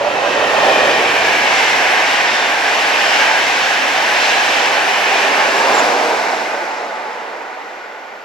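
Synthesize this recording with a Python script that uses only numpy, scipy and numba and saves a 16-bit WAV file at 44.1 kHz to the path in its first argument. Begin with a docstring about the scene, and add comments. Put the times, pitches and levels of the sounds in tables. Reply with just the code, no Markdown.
"""Light rain falls on a wet platform as an express train bears down, rough contact setting its rails
roaring and its wheels singing. At 1 s the nose passes in a rumble of air; spray hisses, and bogie after
bogie glides down in pitch as it goes by. Under the rear half the near rail holds one note.
At 5.8 s the tail passes with one short squeak and another rush of air, and the train draws away humming."""
import sys
import numpy as np
from scipy import signal
from scipy.fft import rfft, irfft, next_fast_len
from scipy.io import wavfile
from scipy.ndimage import uniform_filter1d
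from numba import njit

SR = 44100
rng = np.random.default_rng(int(sys.argv[2]) if len(sys.argv) > 2 else 0)


def master_out(mix):
    """Clip the mix to full scale and print it as 16-bit PCM to the path in sys.argv[1]."""
    frames = np.transpose(np.atleast_2d(mix))
    ceiling = np.clip(frames, -1, 1)
    pcm = np.round(ceiling * 32767).astype(np.int16)
    wavfile.write(sys.argv[1], SR, pcm)


N = 363455
FFT_SIZE = next_fast_len(N)
TIME_S, BIN_HZ = np.arange(N) / SR, np.arange(FFT_SIZE // 2 + 1) * SR / FFT_SIZE
SPEED_M_PER_S, SOUND_M_PER_S, TRACK_M = 46., 343, 27.
NOSE_S, TAIL_S, COACHES_GONE_S = 1, 5.8, 5.13  # when each passes the listener


def undb(db):
    return 10 ** (np.asarray(db) / 20)


def unit_rms(x):
    return x / np.sqrt(np.mean(x ** 2))


def curve(times_s, values):
    return np.interp(TIME_S, times_s, values)


def over_hz(table, column=1):
    """A table column at every frequency bin, joined on a log axis."""
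    table = np.array(table)
    return np.interp(np.log(BIN_HZ + 1), np.log(table[:, 0] + 1), table[:, column])


def shaped_noise(gain):
    """Two unrelated noises of one spectrum, at unit RMS."""
    white = rfft(rng.standard_normal((2, FFT_SIZE)))
    return unit_rms(irfft(white * gain, FFT_SIZE)[:, :N])


def coloured_noise(spectrum):
    return shaped_noise(undb(over_hz(spectrum)))


@njit
def bandpass(x, hz, width_hz):
    """State-variable filter with unity gain at its moving centre."""
    y = np.empty_like(x)
    for c in range(len(x)):
        band, low = 0., 0.
        for i in range(len(hz)):
            g, damping = np.pi * hz[i] / SR, width_hz / hz[i]
            g += g ** 3 / 3
            v = (band + g * (x[c, i] - low)) / (1 + g * (g + damping))
            band, low = 2 * v - band, low + 2 * g * v
            y[c, i] = damping * v
    return y


def wander(rate_hz):
    """Smoothed random steps with a spread near 1."""
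    hold = int(SR / rate_hz)
    steps = np.repeat(rng.standard_normal(N // hold + 1), hold)
    return 1.46 * uniform_filter1d(uniform_filter1d(steps, hold), hold)[:N]


def low_cut(x, hz):
    return signal.sosfilt(signal.butter(2, hz, "high", fs=SR, output="sos"), x)


def distance(first_s, last_s):
    """Metres to the nearest part of the stretch of train that passes between two times."""
    return np.hypot(SPEED_M_PER_S * (TIME_S - np.clip(TIME_S, first_s, last_s)), TRACK_M)


def pass_by(nose_db, sides_db, tail_db, ahead, behind):
    """Gain of noise shed by nose, sides and tail; ahead and behind are powers of distance."""
    falloff = curve([NOSE_S, TAIL_S], [ahead, behind])
    parts = ((nose_db, NOSE_S, NOSE_S), (sides_db, NOSE_S, TAIL_S), (tail_db, TAIL_S, TAIL_S))
    gains = [undb(db) * (TRACK_M / distance(a, b)) ** falloff for db, a, b in parts]
    return np.sqrt(sum(gain ** 2 for gain in gains))


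def rain():
    """Light rain on the platform, a steady bright wash."""
    # freq_hz, relative_db
    spectrum = [(1900, -23), (2700, 8), (3400, -1), (4200, -3), (7030, -7), (8630, -25), (9360, -33),
                (12500, -16), (14400, -16), (15500, -26)]
    return undb(-48.5) * coloured_noise(spectrum)


def distant_rumble():
    """A faint, steady low bed."""
    spectrum = [(20, -12), (35, -6), (60, -6), (110, -10), (200, -40)]  # freq_hz, relative_db
    return undb(-72) * coloured_noise(spectrum)


def rail_roar():
    """Rough contact shakes the rails: a broad hump of noise with a firmer, wavering core."""
    # Centre of the roar: time_s, pitch_hz
    centre = [(0, 685), (.4, 690), (1.0, 677), (1.5, 802), (3.2, 802), (5.5, 776), (6.1, 720), (8.24, 724)]
    # Core over hump: time_s, level_db
    core_balance = [(0, -3), (.5, -4.5), (1.1, -2), (5.2, -1), (5.8, -7), (6.4, -2.5), (8.24, -7.5)]
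    hz = curve(*np.transpose(centre))
    hump = unit_rms(bandpass(bandpass(rng.standard_normal((2, N)), hz, 960.), hz, 1260.))
    core = unit_rms(bandpass(bandpass(rng.standard_normal((2, N)), hz, 400.), hz, 400.))
    share = undb(curve(*np.transpose(core_balance)) + 1.6 * wander(4.7))
    return low_cut(hump + share * core, hz=190) / np.sqrt(1 + share ** 2)


def wheels():
    """All bogies ring the same modes; distance delays each one, so its pitch falls in passing."""
    # Disc and axle modes: pitch_hz, width_hz, level_db, sideways_beaming
    modes = [(513, 83, -10.5, 0.066), (984, 18, -10.5, 0.071), (1702, 91, -3, 0.2), (2286, 310, -0.5, 0.64),
             (2786, 66, -3, 0.28), (3405, 340, -10, 4.2), (4850, 130, -7.5, 11), (5480, 330, -16, 20)]
    # Wheel noise between the modes: freq_hz, relative_db
    rolling_spectrum = [(530, -33), (900, -10), (1350, -8), (1620, 2), (1990, -1.5), (2360, 1.5),
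                        (4500, -24.5), (5850, -21), (9900, -120)]
    # Bogie groups: passing_s, kind, ring_db
    bogies = [(.85, "leading car", -0.5), (1.3, "first coach", 1), (1.75, "coach", 3), (2.2, "coach", 3),
              (2.65, "coach", 2.5), (3.2, "coach", 3.5), (3.7, "coach", -1), (4.2, "coach", 1.5),
              (4.7, "coach", 0.5), (5.15, "coach", 1), (5.55, "engine front", 1), (5.9, "engine rear", -2)]
    # Voicing of each kind of bogie: level_db for each mode in turn
    voicing = {"leading car": (10.5, -18, 6, -6, -18, 7, -4, -18),
               "first coach": (-10, -16, 4, 9, 1, 9, -14, -13),
               "coach": (-21, -7, 3.5, 3.5, -1.5, 4.5, -8, -10),
               "engine front": (-11, -2, 4, 2, 0.5, -11, -8, -2),
               "engine rear": (8, 11, -9, 0, -22, -23, -12, -8)}
    rings = [undb(db) * shaped_noise(1 / (1 + (2 * (BIN_HZ - hz) / width_hz) ** 2))
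             for hz, width_hz, db, _ in modes]
    rolling = undb(5) * coloured_noise(rolling_spectrum)
    song, power = 0, 0
    for k, (passing_s, kind, ring_db) in enumerate(bogies):
        range_m = distance(passing_s, passing_s)
        facing = TRACK_M / range_m  # cosine of the angle off the axle
        ringing = sum(undb(ring_db + db) * facing ** beaming * ring
                      for db, ring, (*_, beaming) in zip(voicing[kind], rings, modes))
        at_rest = np.roll(ringing + rolling, k * N // len(bogies), axis=1)  # its own stretch of noise
        sent_s = abs(TIME_S - (range_m - TRACK_M) / SOUND_M_PER_S)
        weight = facing ** 1.62
        song += weight * np.array([np.interp(sent_s, TIME_S, x) for x in at_rest])
        power += weight ** 2
    # The weights only balance the bogies against each other.
    return unit_rms(low_cut(song / np.sqrt(power), hz=150))


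def sliding_tones(notes, base_width_hz, width_share=0):
    """Narrow bands of noise that swell, slide and fade."""
    noise, tones = rng.standard_normal((2, N)), np.zeros((2, N))
    waver = 1 + .004 * wander(14)
    for start_s, end_s, first_hz, last_hz, peak_db in notes:
        i, j = max(int(start_s * SR), 0), min(int(end_s * SR), N)
        hz = np.linspace(first_hz, last_hz, j - i) * waver[i:j]
        width_hz = float(base_width_hz + width_share * first_hz)
        tone = bandpass(bandpass(noise[:, i:j].copy(), hz, width_hz), hz, width_hz)
        tone *= np.sqrt(2 * SR / (np.pi * width_hz))  # to about unit RMS
        swell = np.abs(np.sin(np.pi * (TIME_S[i:j] - start_s) / (end_s - start_s)))
        tones[:, i:j] += undb(peak_db) * swell * tone
    return tones


def singing():
    """Here and there one wheel or rail sings out of the roar."""
    # Sung notes: start_s, end_s, first_hz, last_hz, peak_db
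    notes = [(-.4, .55, 578, 557, -23), (0, 0.63, 1630, 1600, -29), (.5, 0.78, 815, 770, -19.5),
             (-.1, .9, 2600, 2555, -28.5), (.85, 1.2, 2320, 2290, -26), (3.1, 3.35, 1620, 1590, -25),
             (2.75, 3.1, 1800, 1720, -27), (4.4, 4.75, 2380, 2280, -27), (.1, 1.35, 3124, 3080, -29),
             (.3, 1.26, 1860, 1840, -26), (.5, 1.05, 2500, 2380, -24), (.45, 1.03, 615, 596, -23),
             (1.1, 1.48, 1700, 1680, -23.5), (1.4, 2.4, 5900, 5350, -40), (1.75, 2.02, 706, 727, -24),
             (1.8, 2.55, 2000, 1734, -27.5), (2.05, 2.3, 2650, 2380, -32), (2.15, 2.5, 5260, 4700, -31.5),
             (2.2, 2.55, 3700, 3520, -29.5), (2.55, 3.27, 2900, 2510, -28), (2.497, 3.02, 778, 820, -26.5),
             (2.75, 3.34, 4740, 4750, -35), (2.9, 3.3, 5200, 5260, -33), (2.95, 3.3, 3120, 3060, -29),
             (3.05, 3.3, 2300, 2130, -25), (3.25, 3.6, 2260, 2000, -26), (3.15, 3.443, 830, 884, -21.5),
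             (3.6, 3.9, 1670, 1660, -24), (4.05, 4.6, 1665, 1630, -28), (4.1, 4.5, 4130, 3950, -29),
             (4.3, 5, 3120, 3050, -32), (5, 5.3, 2610, 2280, -24), (5.15, 5.7, 1900, 1620, -24),
             (5.1, 5.9, 4740, 4720, -37), (5.62, 5.946, 820, 810, -25), (5.65, 5.9, 960, 920, -25),
             (5.4, 6.1, 900, 886, -25), (3.1, 3.35, 2800, 3150, -26), (4.15, 4.4, 2780, 2720, -27),
             (5.05, 5.35, 2800, 2300, -29), (6.2, 6.9, 340, 343, -39.5), (7, 7.5, 443, 460, -37.5),
             (7.55, 8.24, 1470, 1450, -43)]
    return sliding_tones(notes, base_width_hz=43, width_share=.016)


def hums():
    """Narrower tones come and go at either end of the train."""
    # Hummed notes: start_s, end_s, first_hz, last_hz, peak_db
    notes = [(-.4, .45, 578, 570, -25), (.4, 1.15, 1850, 1830, -29), (6.4, 7.3, 710, 700, -35),
             (4.7, 5.95, 412, 403, -30.5), (5.2, 5.75, 1690, 1660, -26), (5.6, 6.3, 480, 478, -28),
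             (6.1, 7.5, 866, 855, -32), (6.5, 7.9, 952, 940, -38), (6.9, 8.3, 770, 760, -39),
             (7.3, 8.6, 864, 865, -42)]
    return sliding_tones(notes, base_width_hz=29)


def wet_hiss():
    """A flickering hiss whose lowest band leaves with the coaches."""
    # Hiss colour: freq_hz, relative_db
    spectrum = [(1650, -22.5), (2800, 0.5), (4350, -5.5), (5550, -6), (7590, -14.5), (9000, -31),
                (11700, -58), (19800, -120)]
    hiss = coloured_noise(spectrum)
    low_band = bandpass(hiss, np.full(N, 3150.), 940.)
    gone = 1 - TRACK_M / distance(0, COACHES_GONE_S)
    return undb(.99 * wander(7.4)) * (hiss - gone * low_band)


def high_sizzle(loss_db_per_m=.07):
    """A faint high sizzle that fades as the train draws away."""
    # Sizzle colour: freq_hz, relative_db
    spectrum = [(5000, -15), (8500, 5.5), (9420, 1), (13000, -3.5), (14600, -10), (15500, -29)]
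    away_m = distance(NOSE_S, TAIL_S) - TRACK_M
    return undb(.8 * wander(30) - loss_db_per_m * away_m) * coloured_noise(spectrum)


def ground_rumble():
    """Low end that arrives well ahead of the nose and drops away behind the train."""
    # Rumble colour: freq_hz, relative_db
    spectrum = [(12, -52), (20, -48), (50, -14), (68, -12), (84, -2.5), (113, -7), (160, 0), (210, -34),
                (350, -120)]
    gain = pass_by(nose_db=-44.5, sides_db=-53.5, tail_db=-70, ahead=.4, behind=7)
    return gain * coloured_noise(spectrum)


def air_rush():
    """Air rumbles round the train, most at nose and tail."""
    # Rush colour: freq_hz, relative_db
    spectrum = [(71, -51), (120, -70), (178, -16), (227, -11.5), (269, -6.5), (306, -7), (550, -7),
                (720, -30), (1210, -120)]
    gain = pass_by(nose_db=-29.5, sides_db=-34, tail_db=-30, ahead=2.5, behind=2.5)
    return gain * coloured_noise(spectrum)


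def rail_note(pitch_hz=1708., width_hz=62., start_s=3.87):
    """The near rail holds one pitch under the rear coaches and dies quickly after them."""
    note = unit_rms(bandpass(rng.standard_normal((2, N)), np.full(N, pitch_hz), width_hz))
    nearness = (TRACK_M / distance(start_s, COACHES_GONE_S)) ** 7.4
    return note * nearness * undb(-10 + 3.5 * wander(4.29))


def squeak(fade_db_per_s=900):
    """The last vehicle squeaks: two rough chirps run together, left of centre."""
    # Chirps: peak_s, pitch_hz, peak_db
    chirps = [(5.752, 7360, -26.5), (5.795, 7100, -22.5)]
    times_s, hz, _ = np.transpose(chirps)
    tone = unit_rms(bandpass(rng.standard_normal((1, N)), curve(times_s, hz), 120.))
    swell = sum(undb(db - fade_db_per_s * abs(TIME_S - peak_s)) for peak_s, _, db in chirps)
    return tone * swell * undb([[3.], [-3.]])


def stereo_image(pair):
    """The first noise reaches both microphone ports; the second makes them differ."""
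    # Left port against right: freq_hz, likeness (0-1), left_lead_rad, left_minus_right_db
    ports = [(100, 0.95, 0.0, -1.8), (300, 0.93, -0.1, -2.3), (600, 0.88, 0.3, -2.9),
             (900, 0.79, 0.8, -3.3), (1300, 0.69, 0.9, -0.8), (1800, 0.54, 0.9, -0.4),
             (2200, 0.24, 0.6, 0.0), (2600, 0.5, -0.0, -0.2), (3200, 0.63, 0.0, 0.0),
             (4200, 0.74, 0.3, -0.8), (5400, 0.55, 0.9, -1.8), (6400, 0.27, 1.3, -0.3),
             (7400, 0.28, 0.9, -0.4), (9500, 0.54, 3.1, 0.8), (13000, 0.08, 6.4, 0.8),
             (15000, 0.14, 6.3, -1.0)]
    common, difference = rfft(pair, FFT_SIZE)
    likeness = over_hz(ports)
    mid = np.sqrt((1 + likeness) / 2) * common
    side = np.sqrt((1 - likeness) / 2) * difference
    skew = np.exp(.5j * over_hz(ports, column=2)) * undb(over_hz(ports, column=3) / 2)
    return irfft([(mid + side) * skew, (mid - side) / skew], FFT_SIZE)[:, :N]


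def scene():
    """Mix the pass-by, leaning slightly right until the nose arrives."""
    # Fader moves: time_s, roar_db, wheel_db, hiss_db
    faders = [(0.0, -18, -29, -34.5), (0.07, -18.5, -24, -32), (0.69, -13, -19, -24.5),
              (1.12, -17, -17, -23.5), (1.97, -17, -16, -22), (2.35, -18.5, -17, -25),
              (2.61, -19.5, -17.5, -24.5), (2.9, -17, -16, -22), (3.1, -17.5, -15.5, -21.5),
              (3.21, -16, -13, -21), (3.32, -18.5, -15, -23), (3.49, -19, -16, -22.5),
              (3.97, -19, -16.5, -23.5), (4.27, -17, -15, -20.5), (4.68, -17.5, -16.5, -23),
              (5.05, -17.5, -16, -22.5), (5.44, -15, -15.5, -23), (5.48, -16.5, -18.5, -23.5),
              (5.66, -14.5, -17.5, -23), (5.78, -13, -17.5, -21.5), (5.92, -15, -19, -24),
              (6.1, -16, -20, -25), (6.72, -24, -24.5, -35), (6.86, -24, -29, -39), (8.03, -33, -34.5, -51),
              (8.24, -32.5, -37.5, -53)]
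    times_s, *levels = np.transpose(faders)
    roar_db, wheel_db, hiss_db = (curve(times_s, db) for db in levels)
    mix = undb(roar_db) * rail_roar() + undb(wheel_db) * (wheels() + rail_note())
    mix += air_rush() + ground_rumble()
    mix += undb(hiss_db) * wet_hiss() + undb(hiss_db - 16) * high_sizzle()
    mix += rain() + singing() + hums() + distant_rumble()
    pan_db = curve([0, NOSE_S], [-1.5, 0])  # left minus right
    return stereo_image(mix) * undb([pan_db / 2, -pan_db / 2]) + squeak()


def record(dry):
    """Hard-limit the highest peaks and cut the top above 15.5 kHz."""
    high_cut = signal.ellip(10, .2, 80, 15500, fs=SR, output="sos")
    return signal.sosfilt(high_cut, np.clip(dry, -.97, .97))


dry = scene()
out = record(dry)
master_out(out)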